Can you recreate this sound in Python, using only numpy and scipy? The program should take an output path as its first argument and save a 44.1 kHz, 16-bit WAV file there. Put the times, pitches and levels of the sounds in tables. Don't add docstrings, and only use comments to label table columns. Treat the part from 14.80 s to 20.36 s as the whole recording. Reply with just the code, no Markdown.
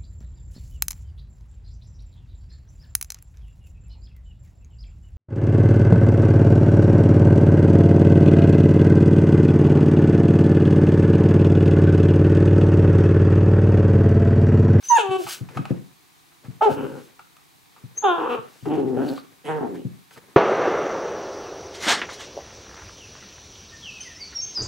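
import sys
import numpy as np
from scipy import signal
from scipy.fft import rfft, irfft, next_fast_len
from scipy.io import wavfile
from scipy.ndimage import uniform_filter1d

SR = 44100
rng = np.random.default_rng(int(sys.argv[2]) if len(sys.argv) > 2 else 0)


def generate_wav(signal):
    frames = np.transpose(np.atleast_2d(signal))
    scaled = np.clip(frames, -1, 1) * 32767
    pcm = np.round(scaled).astype(np.int16)
    wavfile.write(sys.argv[1], SR, pcm)


N = 245195
T = np.arange(N) / SR

YELP_FOLDS = {"squeal": (.09, .184, 1051, 936, 713, .011, .012, 0.091, .09, 0.15),
              "whine": (.18, .415, 513, 378, 328, .028, .012, .42, 0.036, .12),
              "bark": (1.81, 1.905, 398, 455, 290, 0.0045, .027, .9, .07, .7),
              "yelp": (3.222, 3.385, 452, 334, 330, 0.047, .03, .55, .12, .42)}
GROWL_FOLDS = {"grumble": [(1.9, 140.1, .9), (2.0, 129.3, .7), (2.11, 149.9, .9), (2.2, 128.6, 0.7)],
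               "snarl": [(3.38, 166.4, .6), (3.44, 155.4, .95), (3.465, 162, .86), (3.485, 245.4, .44),
               (3.52, 248.8, .3), (3.555, 242.4, .9), (3.575, 224, 0.2)], "growl": [(3.86, 140.4, .7),
               (3.92, 157.4, .42), (4.03, 131.2, 0.6), (4.12, 124.2, .4), (4.16, 131.5, .5)],
               "tug": [(4.16, 130.8, .55), (4.31, 144, .5), (4.38, 125.6, .62)],
               "groan": [(4.635, 138.3, 0.8), (4.69, 155.9, .17), (4.77, 152.1, .16), (4.81, 145.5, .35)],
               "rumble": [(4.8, 146.7, 0.4), (4.88, 95.8, .7), (4.92, 91.94, .4), (5.03, 82.7, .45)]}
CHEST_PUSHES = {"squeal": [(.093, .045, -66.5, -11, -40.5), (.139, .034, -62, -13.5, -30.5)],
                "whine": [(.172, .038, -27.5, -21, -27.5), (.222, 0.079, -29, -30.5, -47),
                (.297, .068, -22, -26.5, -37), (.378, .032, -25, -45, -55)],
                "bark": [(1.808, .009, -39.5, -14, -48), (1.817, .034, -23.5, -16.5, -38),
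                (1.853, .024, -15.5, -16.5, -48.5)], "grumble": [(1.885, .032, -25, -36, -47.5),
                (1.955, .05, -29.5, -37.5, -49.5), (2.012, .04, -27.5, -40, -51.5),
                (2.075, .105, -37.5, -48, -70)], "snarl": [(3.372, .105, -29, -28, -47.5),
                (3.482, 0.067, -25.5, -29.5, -39), (3.556, .03, -32.5, -33, -56)],
                "yelp": [(3.221, 0.006, -42, -28, -53), (3.233, 0.035, -23.5, -16.5, -35.5),
                (3.276, .04, -23, -21.5, -36), (3.32, 0.057, -35, -29.5, -50)],
                "growl": [(3.85, .045, -24, -38, -60), (3.889, 0.058, -21.5, -32, -49),
                (3.955, .05, -22, -36.5, -56), (4.012, .145, -25.5, -43.5, -73)],
                "tug": [(4.154, .075, -23.5, -35.5, -54), (4.218, 0.11, -27.5, -41.5, -58)],
                "groan": [(4.639, .04, -36, -43, -44.5), (4.67, .046, -27.5, -29.5, -48.5),
                (4.72, .066, -28.5, -37.5, -67)], "rumble": [(4.802, .052, -29, -34, -67),
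                (4.882, .07, -33.5, -61, -79), (4.966, .036, -37, -58, -62)]}
# (frequency [Hz], gain [dB])
SQUEAL_TRACT = [(300, -46), (700, -14), (950, 4), (1250, -12), (1650, -7.5), (1800, -18), (1900, -28.5),
                (2700, -33.5), (3500, -38.5), (3900, -47.5), (6000, -48.5), (9000, -41), (15000, -55)]
WHINE_TRACT = [(150, -33), (380, 3.5), (620, -3.5), (850, -0.5), (1150, -7.5), (1600, -23), (2000, -30),
               (2600, -14), (3100, -15), (4000, -28), (5200, -36.5), (8500, -28), (15000, -48.5)]
BARK_TRACT = [(200, -43.5), (420, -1), (620, -3), (840, 4.5), (1080, -21), (1330, -11.5), (1550, -21),
              (1800, -32.5), (2900, -26.5), (4500, -41.5), (8000, -46.5), (15000, -56)]
YELP_TRACT = [(200, -32), (380, 2), (640, -9.5), (810, 11), (930, 5), (1070, 2.5), (1500, -2.5),
              (2050, -32), (2900, -19.5), (3600, -15), (4400, -58), (12000, -49.5)]
GRUMBLE_TRACT = [(70, -19.5), (150, 3.5), (210, -3.5), (280, 1), (400, -1.5), (540, -3), (640, -19.5),
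                 (850, -7), (1100, -17.5), (1450, -12), (1900, -30.5), (2950, -14), (4000, -50.5),
                 (12000, -39.5)]
SNARL_TRACT = [(120, -20.5), (330, 5.5), (500, 8), (620, -15), (780, 0), (1030, 1.5), (1320, -3.5),
               (1650, -13.5), (2050, -31), (2700, -20), (3600, -33), (4500, -48), (12000, -53)]
GROWL_TRACT = [(70, -29.5), (135, -3.5), (200, -6), (295, 1), (385, 3), (490, -7.5), (620, -18),
               (790, -5.5), (1050, -21), (1450, -27.5), (2050, -35.5), (2900, -27), (4500, -50),
               (9000, -70)]
TUG_TRACT = [(70, -27), (135, -8.5), (200, -8.5), (275, -1), (390, -6), (560, -10.5), (640, -14), (760, -5),
             (1050, -24), (1500, -16.5), (2050, -36), (2800, -30), (4000, -44), (9000, -46)]
GROAN_TRACT = [(80, -26), (155, -0.5), (310, -3.5), (460, 6), (620, -10), (850, -2), (1100, -14.5),
               (1600, -17), (1900, -18.5), (2400, -29), (3100, -27), (4500, -49), (10000, -37.5),
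               (15000, -65.5)]
# (start [s], length [s], first pitch [Hz], last pitch [Hz], level [dB])
NOSE_WHISTLES = [(0.034, .043, 6070, 6100, -39), (0.084, .023, 6760, 6060, -19),
                 (0.109, .05, 6150, 6620, -33.5), (.164, .01, 6850, 6930, -32.5),
                 (3.152, 0.025, 6010, 6250, -53), (3.172, 0.0155, 6200, 6410, -26),
                 (3.219, 0.0068, 6800, 6800, -41)]
# (time [s], peak level [dB], contact cut-off [Hz])
FLOOR_BLOWS = [(.287, -31, 150), (.448, -38.5, 150), (.609, -25, 149), (.689, -41.5, 298),
               (.761, -24.5, 220), (.789, -19.5, 280), (.85, -41.5, 300), (.905, -12.5, 517),
               (1.647, -41.5, 220), (1.681, -28, 157), (2.017, -34.5, 400), (2.145, -35, 253),
               (3.036, -33, 128.7), (3.579, -36.5, 140), (3.826, -32, 177), (5.049, -21, 250)]
# (frequency [Hz], relative level [dB], time to decay by 60 dB [s])
FLOOR_MODES = [(127, -9, 0.12), (180, 11, 0.13), (216.6, 6, 0.24), (268, 12.5, 0.11), (334, 9.5, 0.099),
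               (382, 0, 0.17), (500, 11.5, 0.045)]
# (time [s], peak level [dB], cut-off [Hz], scrape decay time [s])
HARD_CONTACTS = [(.027, -42.5, 12120, .003), (.466, -26.5, 1600, 0.024), (0.688, -33.5, 3500, 0.00772),
                 (0.7718, -19, 1700, .004), (.854, -25.5, 1700, 0.0035), (1.519, -50.5, 2500, .006),
                 (1.65, -45, 1980, .006), (2.3933, -33, 1790, .007), (2.567, -41, 16000, 0.0019),
                 (2.963, -40.5, 1194, .02), (3.856, -29, 1600, 0.0061), (3.936, -33, 3500, .004),
                 (4.378, -28, 2000, .005), (5.309, -40, 6200, .006), (5.36, -42.5, 2200, .025)]
# (start [s], length [s], relative level [dB])
FUR_STROKES = [(.0, 0.14, -53), (.36, 0.18, -49), (.457, 0.076, -38), (1.87, 0.06, -51.5),
               (1.96, 0.3, -64.5), (3.66, 0.25, -66), (4.22, 0.14, -58.5), (5.29, 0.056, -60)]
SHUFFLES = [(.0, 0.86, -57.5), (.68, 0.18, -51), (1.6, .65, -53), (2.9, 0.37, -65), (3.16, 0.53, -53.5),
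            (3.8, .6, -52.5), (4.635, 0.36, -52.5), (5.28, 0.24, -56)]
CLAW_DRAGS = [(4.22, .14, -58), (4.277, .019, -47), (4.358, .03, -49)]
# (frequency [Hz], relative level [dB])
TICK_SPECTRUM = [(200, -24.5), (560, -15), (790, 1.5), (980, -3.5), (1220, 3.5), (1750, -12), (2450, -5.5),
                 (3200, -14.5), (7000, -19), (15000, -23)]
FUR_SPECTRUM = [(290, -60), (500, -30), (758, -10.5), (997, -24.5), (1510, -1), (1960, -10.5), (2930, -1),
                (3790, -5.5), (4440, -3.5), (15500, -12.5)]
SHUFFLE_SPECTRUM = [(40, -31), (80, -18.5), (130, -5), (190, -7), (300, -9), (450, -4.5), (600, -12.5),
                    (1150, -15.5), (1800, -15), (3000, -25.5), (6000, -30), (15000, -40.5)]
RASP_SPECTRUM = [(1500, -23), (3400, -2), (4450, 7), (5400, -16), (7000, -21), (15000, -20)]
HUSH_SPECTRUM = [(12, -39), (20, -16.5), (162, 0.5), (232, -11.5), (275, -1), (599, -18), (728, -5),
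                 (1170, -5.5), (1310, -11.5), (2350, -10), (2850, -14), (3880, -11), (5420, -16.5),
                 (5890, -16), (15600, -21)]
# (frequency [Hz], left minus right [dB])
HEAD_DOWN = [(130, 5), (260, -0.5), (440, 8.5), (520, -0.5), (630, -3.5), (800, -5), (980, -5.5),
             (1170, 5.5), (1400, 8.5), (1750, -4), (2200, -4), (2600, 5.5), (3200, -3), (4500, 2)]
HEAD_UP = [(130, 2.5), (340, 2.5), (450, 0), (650, -3.5), (930, -0.5), (1080, -7), (1350, 9), (1650, -20),
           (2100, 1), (3300, -7), (5000, -1)]
ON_FLOOR = [(130, 4), (480, 3), (750, -3.5), (1000, -4.5), (1400, 6.5), (2000, -2), (5000, 2)]
# (frequency [Hz], lag of the left [rad])
PORT_LAG = [(90, 0.93), (170, 1.3), (280, 0.38), (450, 0.91), (750, 0.29), (1050, -0.91), (1550, -0.036),
            (2200, -1), (2800, 0.99), (4500, 0)]
# (frequency [Hz], time to decay by 60 dB [s])
ROOM_DECAY = [(150, 0.42), (500, 0.33), (1200, 0.39), (3000, 0.41), (7000, 0.27), (14000, .15)]
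# (frequency [Hz], left-right correlation [-1 to 1])
COHERENCE = [(60, -0.59), (150, -0.42), (380, 0.15), (950, -0.56), (2380, 0.3), (5980, 0.48), (15000, 1)]


def yelps():
    return (call("squeal", yelp_contour, SQUEAL_TRACT, attack_s=.027, release_s=.013, even_s=.023)
            + call("whine", yelp_contour, WHINE_TRACT, attack_s=.02, release_s=.011, even_s=.015)
            + call("bark", yelp_contour, BARK_TRACT, attack_s=.0076, release_s=.014, even_s=.0038)
            + call("yelp", yelp_contour, YELP_TRACT, attack_s=.011, release_s=.032, even_s=.014))


def growls():
    return (call("grumble", growl_contour, GRUMBLE_TRACT, attack_s=.024, release_s=.025)
            + call("snarl", growl_contour, SNARL_TRACT, attack_s=.023, release_s=.012, even_s=.014)
            + call("growl", growl_contour, GROWL_TRACT, attack_s=.026, release_s=.028, even_s=.016)
            + call("tug", growl_contour, TUG_TRACT, attack_s=.025, release_s=.023, even_s=.021))


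def groan():
    return (call("groan", growl_contour, GROAN_TRACT, attack_s=.022, release_s=.022)
            + call("rumble", growl_contour, GROWL_TRACT, attack_s=.012, release_s=.02))


def call(name, contour, tract, attack_s, release_s, even_s=.02, linger_s=.005):
    pushes = CHEST_PUSHES[name]
    t = pushes[0][0] - .03 + T[:SR // 2]
    hz = bins(len(t))
    pitch, rough = contour(name, t)
    voice = rfft(colour(vocal_folds(pitch, rough, t), tract))
    group_delay_s = linger_s / (1 + hz / 1500)
    voice *= np.exp(-2j * np.pi * np.cumsum(group_delay_s) * SR / len(t))
    low, below_top = [1 / (1 + (hz / edge_hz) ** 16) for edge_hz in (620, 2100)]
    shares = (low, below_top - low, 1 - below_top)
    out = np.zeros(N)
    for share, envelope in zip(shares, swells(pushes, t, attack_s, release_s)):
        band = irfft(voice * share, len(t))
        power = band ** 2
        for _ in range(2):
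            power = uniform_filter1d(power, int(even_s * SR))
        levelled = band / np.sqrt(np.abs(power) + 1e-14)
        add(out, t[0], levelled * envelope)
    return out


def vocal_folds(pitch, rough, t, jitter=.12, shimmer_db=5, closure_hz=3400, husk_db=-12):
    cycles = np.cumsum(pitch * np.exp(jitter * rough * wander(pitch.mean(), t))) / SR
    flap_cycles = cycles + .398 + .12 * wander(30, t)
    puffs = np.zeros(len(t))
    for turn, weight in ((cycles, np.ones(len(t))), (flap_cycles, rough)):
        count = np.floor(turn)
        at = np.flatnonzero(np.diff(count) > 0)
        late = (count[at + 1] - turn[at]) / (turn[at + 1] - turn[at])
        strength = weight[at] * from_db(shimmer_db * rough[at] * rng.standard_normal(len(at)))
        puffs[at] += strength * (1 - late)
        puffs[at + 1] += strength * late
    buzz = low_pass(unit_rms(puffs - puffs.mean()), closure_hz, order=1)
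    hiss = unit_rms(rng.standard_normal(len(t)) * np.exp(-1.6 * (cycles % 1)))
    husk = hiss - low_pass(hiss, closure_hz, order=1)
    return buzz + rough * hiss + from_db(husk_db) * husk


def yelp_contour(name, t, steadying_s=.013, breaking_s=.018):
    start, end, first_hz, held_hz, last_hz, settle_s, droop_s, first, held, last = YELP_FOLDS[name]
    since, left = np.maximum(t - start, 0), np.maximum(end - t, 0)
    settling = (first_hz - held_hz) * np.exp(-since / settle_s)
    droop = (last_hz - held_hz) * np.exp(-left / droop_s)
    onset_rough = (first - held) * np.exp(-since / steadying_s)
    end_rough = (last - held) * np.exp(-left / breaking_s)
    return held_hz + settling + droop, held + onset_rough + end_rough


def growl_contour(name, t):
    times, pitch, rough = np.transpose(GROWL_FOLDS[name])
    return np.interp(t, times, pitch), np.interp(t, times, rough)


def nose_squeaks(waver=.0087, flutter_db=3.5, overtone_db=-38, glide_share=.25):
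    out, t = np.zeros(N), T[:SR // 8]
    for start, length_s, first_hz, last_hz, db in NOSE_WHISTLES:
        hz = last_hz + (first_hz - last_hz) * np.exp(-t / (glide_share * length_s))
        phase = 2 * np.pi * np.cumsum(hz * (1 + waver * wander(500, t))) / SR
        envelope = swell(t, 0, length_s, attack_s=.004, release_s=.007)
        gain = from_db(db + flutter_db * wander(300, t))
        add(out, start, envelope * gain * (np.sin(phase) + from_db(overtone_db) * np.sin(2 * phase)))
    return out


def floor_thumps(flex_hz=136, press_s=.034, ring_db=-15, rub_db=-13, rub_s=.032, lowest_hz=95):
    out, t = np.zeros(N), T[:SR // 3]
    press = np.sin(np.pi * np.sqrt(np.minimum(t / press_s, 1)))
    flex = press * np.sin(2 * np.pi * flex_hz * t)
    bass_cut = signal.butter(4, lowest_hz, "high", fs=SR, output="sos")
    for start, db, cutoff_hz in FLOOR_BLOWS:
        ring = sum(rng.choice([-1, 1]) * from_db(mode_db - 60 * t / t60) * np.sin(2 * np.pi * hz * t)
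                   for hz, mode_db, t60 in FLOOR_MODES)
        rub = unit_rms(low_pass(rng.standard_normal(len(t)), hz=760)) * np.exp(-t / rub_s)
        blow = low_pass(flex + from_db(ring_db) * ring + from_db(rub_db) * rub, cutoff_hz)
        blow = signal.sosfilt(bass_cut, blow)
        add(out, start, from_db(db) * blow / np.abs(blow).max())
    return out


def ticks(tail_s=.022, tail_db=-19):
    out, t = np.zeros(N), T[:SR // 8]
    for start, db, cutoff_hz, scrape_s in HARD_CONTACTS:
        envelope = np.exp(-t / scrape_s) + from_db(tail_db) * np.exp(-t / tail_s)
        contact = rng.standard_normal(len(t)) * envelope
        tick = low_pass(colour(contact, TICK_SPECTRUM), cutoff_hz, order=1)
        add(out, start, from_db(db) * tick / np.abs(tick).max())
    return out


def fur_swishes(gain_db=6):
    strokes, = swells(FUR_STROKES, T, attack_s=.058, release_s=.028)
    return from_db(gain_db) * strokes * friction(FUR_SPECTRUM, grains_per_s=400, depth_db=1.5)


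def body_shuffles(gain_db=1.5):
    shifts, = swells(SHUFFLES, T, attack_s=.087, release_s=.091)
    return from_db(gain_db) * shifts * friction(SHUFFLE_SPECTRUM, grains_per_s=45, depth_db=5.5)


def claw_rasp():
    drags, = swells(CLAW_DRAGS, T, attack_s=.0087, release_s=.023)
    return drags * friction(RASP_SPECTRUM, grains_per_s=250, depth_db=5.5)


def friction(spectrum, grains_per_s, depth_db):
    grains = rng.standard_normal(N) * from_db(depth_db * wander(grains_per_s, T))
    return unit_rms(colour(grains, spectrum))


def direct_sound(x, balance):
    size = next_fast_len(N + SR // 4, real=True)
    hz = bins(size)
    left = from_db(at_hz(balance, hz) / 2) * np.exp(-.5j * at_hz(PORT_LAG, hz))
    pair = np.array([left, 1 / left])
    return irfft(rfft(x, size) * pair / np.abs(pair.mean(axis=0)), size)[:, :N]


def kitchen(x, first_echo_s=.0056):
    t = T[:SR // 2]
    noise, hz, tail = rfft(diffuse_field(len(t))), bins(len(t)), 0
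    edges_hz = np.geomspace(70, 18000, 9)
    for low, high in zip(edges_hz, edges_hz[1:]):
        band = irfft(noise * (hz >= low) * (hz < high), len(t))
        t60 = at_hz(ROOM_DECAY, np.sqrt(low * high))
        tail += band * from_db(-60 * t / t60)
    tail *= t > first_echo_s
    return signal.fftconvolve(x[None], tail / np.sqrt(np.sum(tail ** 2) / 2), axes=1)[:, :N]


def hush(level_db=-55.5):
    return from_db(level_db) * unit_rms(colour(diffuse_field(N), HUSH_SPECTRUM))


def diffuse_field(size):
    alike = np.clip(at_hz(COHERENCE, bins(size)), -.95, .98)
    mid, side = rfft(rng.standard_normal((2, size)))
    return irfft(np.sqrt(1 + alike) * mid + np.sqrt(1 - alike) * side * [[1], [-1]], size)


def swell(t, start, length_s, attack_s, release_s):
    rise = np.sin(np.pi / 2 * np.clip((t - start) / attack_s, 0, 1)) ** 2
    return rise * np.exp(-np.maximum(t - start - length_s, 0) / release_s)


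def swells(rows, t, attack_s, release_s):
    power = sum(np.outer(from_db(db), swell(t, start, length_s, attack_s, release_s)) ** 2
                for start, length_s, *db in rows)
    return np.sqrt(power)


def colour(x, spectrum):
    size = next_fast_len(x.shape[-1] + 4096, real=True)
    cepstrum = irfft(np.log(from_db(at_hz(spectrum, bins(size)))), size)
    cepstrum[1:size // 2] *= 2
    cepstrum[size // 2 + 1:] = 0
    return irfft(rfft(x, size) * np.exp(rfft(cepstrum)), size)[..., :x.shape[-1]]


def low_pass(x, hz, order=2):
    return signal.sosfilt(signal.butter(order, hz, fs=SR, output="sos"), x)


def wander(per_s, t):
    values = rng.standard_normal(len(t) // 20)
    return np.interp((t - t[0]) * per_s, np.arange(len(values)), values)


def add(out, start_s, sound):
    i = max(round(start_s * SR), 0)
    out[i:i + len(sound)] += sound[:N - i]


def at_hz(points, hz):
    knots_hz, values = np.transpose(points)
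    return np.interp(np.log(hz + .00067), np.log(knots_hz), values)


def bins(size):
    return np.arange(size // 2 + 1) * SR / size


def from_db(db):
    return 10 ** (np.asarray(db) / 20)


def unit_rms(x):
    return x / np.sqrt(np.mean(x ** 2) + 1e-20)


def scene():
    yelping, growling, groaning, nose = yelps(), growls(), groan(), nose_squeaks()
    floor, claws = floor_thumps(), ticks()
    rubbing = fur_swishes() + body_shuffles() + claw_rasp()
    direct = (direct_sound(yelping + growling + nose, HEAD_DOWN)
              + direct_sound(groaning, HEAD_UP)
              + direct_sound(floor + claws + rubbing, ON_FLOOR))
    into_room = (from_db(-10) * yelping + from_db(-9.5) * growling + from_db(-6) * groaning
                 + from_db(-8.5) * (nose + floor) + from_db(-8) * claws)
    return direct + kitchen(into_room) + hush()


def record(dry, cutoff_hz=15750):
    return signal.sosfilt(signal.ellip(12, .1, 80, cutoff_hz, fs=SR, output="sos"), dry)


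dry = scene()
out = record(dry)
generate_wav(out)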